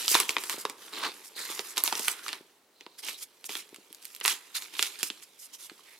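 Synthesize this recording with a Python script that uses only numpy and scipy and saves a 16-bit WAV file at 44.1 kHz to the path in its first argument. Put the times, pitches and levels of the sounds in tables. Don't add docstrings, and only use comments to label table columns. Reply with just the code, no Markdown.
import sys
import numpy as np
from scipy import signal
from scipy.fft import rfft, irfft, next_fast_len
from scipy.io import wavfile
from scipy.ndimage import uniform_filter1d, map_coordinates

SR = 44100
rng = np.random.default_rng(int(sys.argv[2]) if len(sys.argv) > 2 else 0)


def generate_wav(sig):
    pcm = np.round(np.clip(np.atleast_2d(sig).T, -1, 1) * 32767).astype(np.int16)
    wavfile.write(sys.argv[1], SR, pcm)


N = 264159
TOP_HZ = 16500


def amp(db):
    return 10 ** (np.asarray(db) / 20)


def unit(x):
    return x / np.sqrt(np.mean(x ** 2) + 1e-20)


def along(points, hz):
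    pitches, values = np.transpose(points)
    return np.interp(np.log(hz + 1), np.log(pitches), values)


def filtered(x, response):
    n = x.shape[-1]
    padded = next_fast_len(n + min(n, SR // 4))
    return irfft(rfft(x, padded) * response(np.fft.rfftfreq(padded, 1 / SR)), padded)[..., :n]


def causal(points, hz):
    cepstrum = irfft(np.log(amp(along(points, hz))))
    forward_only = np.r_[1, np.full(len(hz) - 2, 2), 1, np.zeros(len(hz) - 2)]
    return np.exp(rfft(cepstrum * forward_only))


def wobble(rate):
    values = rng.standard_normal(int(N * rate / SR) + 4)
    return map_coordinates(values, [np.arange(N) * rate / SR])


def add(track, start_s, level_db, sound):
    energy = np.mean(np.sum(sound ** 2, axis=-1)) / (SR / 1000)
    part = track[:, int(start_s * SR):][:, :sound.shape[-1]]
    part += amp(level_db) * sound[..., :part.shape[1]] / np.sqrt(energy)


# pitch_hz, likeness
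LIKENESS = [(450, 0.95), (1000, 0.82), (2400, 0.64), (9000, 0.53)]
def spread(pair):
    turn = lambda hz: np.arccos(np.clip(along(LIKENESS, hz), 0, 1)) / 2
    mid, side = filtered(pair, lambda hz: np.array([np.cos(turn(hz)), np.sin(turn(hz))]))
    return np.array([mid + side, mid - side])


# pitch_hz, relative_db
HUSH_TONE = [(25, -17.5), (100, -6), (320, 8), (600, 5.5), (16000, -9)]
def hush():
    noise = spread(rng.standard_normal((2, N)))
    return unit(filtered(noise, lambda hz: amp(along(HUSH_TONE, hz))))


# start_s, length_s, rustle_db, hiss_above_rustle_db
FILM_PULLS = [(0, 0.097, -43.5, 6), (0.084, 0.045, -36, 11.5), (0.14, 0.014, -26, 1.5),
              (0.171, 0.032, -32.5, -2), (0.282, 0.022, -43, 3), (0.391, 0.15, -54.5, 9.5),
              (0.497, 0.022, -36.5, -0.5), (0.584, 0.03, -49.5, 7.5), (0.929, 0.13, -42.5, -7.5),
              (1.028, 0.034, -34.5, -17), (1.237, 0.051, -71, 22.5), (1.362, 0.15, -44, 1.5),
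              (1.493, 0.12, -46.5, 3.5), (1.642, 0.075, -52.5, 7), (1.764, 0.033, -40, 1),
              (1.842, 0.024, -38, 7.5), (1.865, 0.12, -43, 3), (2.003, 0.115, -43.5, 6),
              (2.23, 0.04, -53, 4.5), (2.259, 0.084, -46, -6), (2.983, 0.012, -51, 6.5),
              (3.028, 0.09, -43, 0.5), (3.178, 0.052, -54, 8.5), (3.222, 0.01, -44, 9.5),
              (3.453, 0.016, -55, 16.5), (3.49, 0.11, -45, 3.5), (4.015, .15, -64, 10),
              (4.236, 0.031, -44.5, 10.5), (4.269, 0.042, -32, 1.5), (4.551, 0.017, -37, 3.5),
              (4.612, 0.011, -43, 1.5), (4.733, 0.034, -45, -4.5), (4.776, 0.09, -40, 2),
              (4.987, 0.02, -43.5, 0.5), (5.039, 0.038, -46, 8.5), (5.224, 0.011, -54, 9.5),
              (5.387, 0.08, -64.5, 16), (5.533, 0.017, -51, 7.5), (5.589, 0.07, -52.5, 6.5)]
# time_s, rustle_db
BRUSHING = [(0, -41.5), (.25, -49), (.68, -55.5), (.76, -62), (.82, -53), (1.15, -52.5), (1.31, -59.5),
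            (1.7, -53.5), (2.2, -53.5), (2.47, -69), (2.68, -77), (2.9, -70), (3.68, -65), (4.17, -61.5),
            (4.68, -56.5), (4.95, -51.5), (5.3, -64.5), (5.99, -59.5)]
def pulling(grab_s=0.012, release_db_per_s=278, crisp_db=5.5):
    t = np.arange(N) / SR
    rustle_power = amp(np.interp(t, *np.transpose(BRUSHING))) ** 2
    hiss_power = rustle_power.copy()
    for start_s, length_s, rustle_db, extra_hiss_db in FILM_PULLS:
        near = slice(*np.searchsorted(t, [start_s - 4 * grab_s, start_s + length_s + .5]))
        rise = (1 + np.tanh(2 * (t[near] - start_s) / grab_s)) / 2
        fade_db_per_s = release_db_per_s * 2 ** (max(extra_hiss_db, 0) / crisp_db)
        pull = rise * amp(rustle_db - fade_db_per_s * np.maximum(t[near] - start_s - length_s, 0))
        rustle_power[near] += pull ** 2
        hiss_power[near] += (pull * amp(extra_hiss_db)) ** 2
    return 10 * np.log10([rustle_power, hiss_power])


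def slips(per_s=1100, scatter_db=5, smooth_db=3, clump_db=2.0):
    happens = rng.random((2, N)) < per_s / SR
    sizes = amp(scatter_db * np.clip(rng.standard_normal((2, N)), -2, 2))
    grains = unit(happens * sizes * np.sign(rng.standard_normal((2, N))))
    friction = amp(smooth_db) * rng.standard_normal((2, N))
    return unit(spread(grains + friction) * amp(clump_db * wobble(260)))


# pitch_hz, width_hz, relative_db
CASING_NOTES = [(200, 68, -5.5), (309, 63.6, 4.5), (422, 101, 7), (563, 237, 0), (922, 200, 1)]
def casing(hz):
    return sum((-1) ** k * amp(db) * 1j * hz * width / (pitch ** 2 - hz ** 2 + 1j * hz * width)
               for k, (pitch, width, db) in enumerate(CASING_NOTES))


def moving_band(path, time_s, hz, gain_db, sharpness):
    ratio = (hz + 1) / np.interp(time_s, *np.transpose(path))
    return 1 + (amp(gain_db) - 1) / (1 + 1j * sharpness * (ratio - 1 / ratio))


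# time_s, pitch_hz
FILM_PITCH = [(.08, 3740), (.14, 950), (.29, 2100), (.37, 2230), (.52, 1030), (1.95, 740), (2.1, 1470),
              (3.05, 3480), (4.3, 1900), (4.85, 3120), (5.03, 3760)]
def free_film(time_s, hz):
    return moving_band(FILM_PITCH, time_s, hz, gain_db=6, sharpness=0.89)


# time_s, pitch_hz
HOLLOW_PITCH = [(.15, 1520), (1.95, 1830), (2.06, 5700), (4.85, 5900), (5.0, 990)]
def hollow(time_s, hz, depth_db):
    return moving_band(HOLLOW_PITCH, time_s, hz, depth_db, sharpness=3.7)


def flexing(x, tone):
    hz, t, spectrum = signal.stft(x, SR, nperseg=256)
    peaks = uniform_filter1d(rng.standard_normal(spectrum.shape[1:]), size=2, axis=0)
    peaks = uniform_filter1d(peaks, size=18, axis=1)
    gain = tone(t, hz[:, None]) * amp(2.7 * unit(peaks))
    return unit(signal.istft(spectrum * gain / np.linalg.norm(gain, axis=0))[1][:, :N])


# pitch_hz, relative_db
RUSTLE_TONE = [(80, -40), (300, -48), (1050, 3), (1750, 1), (2200, 4), (3000, 5.5), (4200, 5.5), (6000, -6),
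               (11000, -18.5)]
# pitch_hz, relative_db
HISS_TONE = [(100, -36), (700, -26.5), (2500, -36.5), (5000, 3.5), (12700, 3), (15700, -10), (16200, -31.5)]
def sliding(rustle_db, hiss_db, usual_rustle_db=-40, usual_hum_db=-51.5, hum_loss_db_per_s=1.5):
    loss_db = 0.47 * (hiss_db - rustle_db) + hum_loss_db_per_s * np.arange(N) / SR
    hum_db = usual_hum_db + 0.57 * (rustle_db - usual_rustle_db) - loss_db
    hum = unit(filtered(slips(), casing))
    rustle_tone = lambda t, hz: amp(along(RUSTLE_TONE, hz)) * free_film(t, hz) * hollow(t, hz, 2)
    rustle = flexing(slips(per_s=650, smooth_db=1), rustle_tone)
    hiss = flexing(slips(smooth_db=10), lambda t, hz: amp(along(HISS_TONE, hz)))
    return amp(1.07 * wobble(45)) * (hum * amp(hum_db) + rustle * amp(rustle_db) + hiss * amp(hiss_db))


# pitch_hz, relative_db
CREASE_TONE = [(70, -64), (500, -12.5), (1000, 3), (1600, 1), (2300, 3), (13000, 8.5), (15600, 2),
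               (16400, -5)]
def snap(start_s, bright_hz, base_flutter_db=-14, flutter_above_hz=1310, shiver_s=0.07, ripple_db=3):
    t = np.arange(SR // 20) / SR - .0007
    flutter_s = 0.0031 * (5000 / bright_hz) ** .7
    flutter_db = base_flutter_db + np.log2(8000 / bright_hz)
    flutter = amp(flutter_db - 60 * np.abs(t) / flutter_s)
    shiver = (t > 0) * amp(-27 - 60 * t / shiver_s)
    flutter_noise, shiver_noise = (spread(rng.standard_normal((2, len(t)))) for _ in range(2))
    push = filtered(flutter_noise * flutter, lambda hz: 1j * hz / (flutter_above_hz + 1j * hz))
    push += shiver_noise * shiver
    push[:, np.argmax(flutter)] += 1
    bands = np.geomspace(CREASE_TONE[0][0], TOP_HZ, 90)
    tone = np.c_[bands, along(CREASE_TONE, bands) + ripple_db * rng.standard_normal(len(bands))]
    damping = 1.17 * (bright_hz / 6000) ** .3
    roll_off = lambda hz: 1 / (1 - (hz / bright_hz) ** 2 + 1j * damping * hz / bright_hz)
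    surroundings = lambda hz: free_film(start_s, hz) * hollow(start_s, hz, depth_db=-6)
    return filtered(push, lambda hz: causal(tone, hz) * roll_off(hz) * surroundings(hz))


def crinkle(rustle_db, per_s=18, above_rustle_db=9, cap_db=-32.5, scatter_db=4, middle_hz=6500):
    out = np.zeros((2, N))
    strain = np.cumsum(amp(rustle_db))
    for when, size, quickness in rng.random((int(per_s * N / SR), 3)):
        at = np.searchsorted(strain, when * strain[-1])
        level_db = min(rustle_db[at] + above_rustle_db, cap_db) + scatter_db * (2 * size ** 2 - 1)
        add(out, at / SR, level_db, snap(at / SR, middle_hz * 2 ** (2 * quickness - 1)))
    return out


def knock(rattle_db, rattle_s):
    t = np.arange(SR // 10) / SR
    jolt = rng.standard_normal(len(t)) * amp(rattle_db - 60 * t / rattle_s)
    jolt[0] += 1
    return filtered(jolt, casing)


# start_s, level_db, bright_hz, knock_db
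CREASE_SNAPS = [(0.08, -12.5, 7970, -57), (0.1449, -10.5, 3700, -37), (0.1512, -9, 5120, -20.5),
                (0.2005, -11, 12500, -32), (0.2033, -19, 6560, -46), (0.2926, -16.5, 6600, -31),
                (0.3055, -22.5, 9200, -38), (0.3665, -14.5, 2460, -25.5), (0.383, -24, 3730, -40),
                (.437, -23.5, 10600, -38), (0.4963, -19, 7800, -49), (0.652, -20.5, 4300, -25.5),
                (0.6974, -26.5, 7300, -36), (1.0477, -31, 2330, -55), (1.5928, -21.5, 4000, -27.5),
                (1.7713, -20.5, 5200, -35), (1.7788, -15, 6300, -41.5), (1.7818, -20.5, 10440, -43.5),
                (1.8375, -16, 15000, -34.5), (1.8765, -17, 4660, -37), (1.926, -18, 2880, -28.5),
                (1.9532, -22, 4670, -36), (1.994, -21, 8050, -29.5), (2.0797, -23, 14000, -50),
                (2.082, -11.5, 11000, -41), (2.2814, -23, 6100, -53), (2.2895, -26, 3970, -52),
                (2.3296, -23, 3540, -42), (2.8086, -37, 3680, -45), (2.864, -38, 3200, -36.5),
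                (3.085, -25.5, 3660, -41), (3.442, -32.5, 11300, -48), (3.4926, -29, 5070, -34),
                (3.553, -23, 3380, -36.5), (3.7447, -36.5, 7950, -58), (3.7608, -38, 7400, -61),
                (4.211, -25.5, 2740, -38.5), (4.251, -15, 2960, -33), (4.2588, -13, 10500, -45),
                (4.2787, -12.5, 10500, -66), (4.7928, -14.5, 4100, -33.5), (4.8262, -11.5, 7300, -40.5),
                (5.03, -14.5, 12100, -55), (5.1012, -22.5, 3400, -62), (5.697, -34.5, 2130, -60)]
def crackle():
    out = np.zeros((2, N))
    for start_s, level_db, bright_hz, knock_db in CREASE_SNAPS:
        add(out, start_s, level_db, snap(start_s, bright_hz))
        add(out, start_s, knock_db, knock(rattle_db=-26.5, rattle_s=0.073))
    return out


# start_s, level_db, bright_hz
FINGER_TAPS = [(0.112, -34, 485), (0.147, -25, 235), (0.54, -34, 520), (0.578, -33.5, 520),
               (1.498, -34.5, 480), (2.406, -41, 272), (3.726, -39.5, 338), (3.782, -44, 278),
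               (3.905, -46.5, 294), (5.029, -33.5, 271), (5.102, -37, 277), (5.714, -39.5, 375)]
def taps():
    out = np.zeros((2, N))
    for start_s, level_db, bright_hz in FINGER_TAPS:
        soften = lambda hz: 1 / (1 + 1j * hz / bright_hz - (hz / bright_hz) ** 2)
        add(out, start_s, level_db, filtered(knock(rattle_db=-32, rattle_s=0.07), soften))
    return out


# start_s, level_db, pitch_hz
FILM_POPS = [(.1517, -14.5, 995), (0.2925, -18.5, 2280), (.367, -23.5, 1100), (.652, -26, 482),
             (0.6522, -20.5, 1080), (1.838, -12, 11600), (1.925, -21.5, 875), (2.0792, -26.5, 1410),
             (2.264, -31, 1280), (2.8645, -37, 1010), (4.7953, -27, 1760), (5.793, -47, 1100)]
def pops(ring_cycles=13.4):
    out = np.zeros((2, N))
    for start_s, level_db, pitch_hz in FILM_POPS:
        cycles = pitch_hz * np.arange(SR // 20) / SR
        rise = 1 - np.exp(-2 * cycles)
        swing = np.sin(2 * np.pi * cycles) * rise * amp(-60 * cycles / ring_cycles)
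        add(out, start_s, level_db, np.diff(swing))
    return out


# start_s, length_s, level_db, pitch_hz
FILM_RUBS = [(0.912, 0.2, -44, 3950), (1.011, 0.083, -39, 1110), (1.337, 0.16, -44.5, 4140),
             (2.05, 0.24, -53.5, 1450), (2.7, 0.394, -65.5, 4100), (3.04, 0.15, -51, 3900),
             (4.539, .05, -37.5, 4120), (5.834, 0.15, -59.5, 2120)]
def rubbing(width_hz=700):
    out, drive = np.zeros((2, N)), slips()
    for start_s, length_s, level_db, pitch_hz in FILM_RUBS:
        part = slice(int(start_s * SR), int((start_s + length_s) * SR))
        ring = lambda hz: (1j * hz * width_hz / (pitch_hz ** 2 - hz ** 2 + 1j * hz * width_hz)) ** 1.5
        rub = unit(filtered(drive[:, part], ring))
        out[:, part] += amp(level_db) * rub * signal.windows.tukey(rub.shape[1], .5)
    return out


# start_s, level_db
CREEP_TICKS = [(3.691, -46.5), (3.9276, -36), (3.947, -36.5), (4.026, -42), (4.046, -41), (4.053, -29.5),
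               (4.149, -34), (4.163, -35.5), (4.201, -34)]
def creep(thin_hz=5000):
    out = np.zeros((2, N))
    for start_s, level_db in CREEP_TICKS:
        tick = snap(start_s, bright_hz=13000, base_flutter_db=-6)
        add(out, start_s, level_db, filtered(tick, lambda hz: 1j * hz / (thin_hz + 1j * hz)))
    return out


# pitch_hz, fade_s
ECHO_FADE = [(200, 0.74), (4000, 0.46)]
def room(x):
    hz, t, noise = signal.stft(rng.standard_normal((2, SR // 2)), SR, nperseg=256)
    fade = amp(-60 * t / along(ECHO_FADE, hz)[:, None])
    echo = spread(signal.istft(noise * fade, SR)[1])
    echo *= 1 - np.exp(-np.arange(echo.shape[1]) / SR / 0.0011)
    return signal.fftconvolve(x, echo / np.linalg.norm(echo[0]), axes=1)[:, :N]


# pitch_hz, left_db
SIDE_BALANCE = [(400, 0.1), (1100, -1.15), (2200, -1.6), (10000, -1)]
def drift_right(x, left_delay_s=1.8e-5):
    x = filtered(x, lambda hz: np.exp(-2j * np.pi * hz * np.array([[left_delay_s], [0]])))
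    lean = filtered(x, lambda hz: amp([along(SIDE_BALANCE, hz), -along(SIDE_BALANCE, hz)]) - 1)
    return x + np.linspace(.6, 1.6, N) * lean


def scene():
    rustle_db, hiss_db = pulling()
    clicks = crackle() + taps() + pops() + creep() + crinkle(rustle_db)
    film = clicks + amp(-15) * room(clicks) + sliding(rustle_db, hiss_db) + rubbing()
    return drift_right(film) + amp(-67) * hush()


def record(dry, ceiling=.92):
    rounded = dry / (1 + (dry / ceiling) ** 8) ** .125
    return filtered(rounded, lambda hz: hz < TOP_HZ)


dry = scene()
out = record(dry)
generate_wav(out)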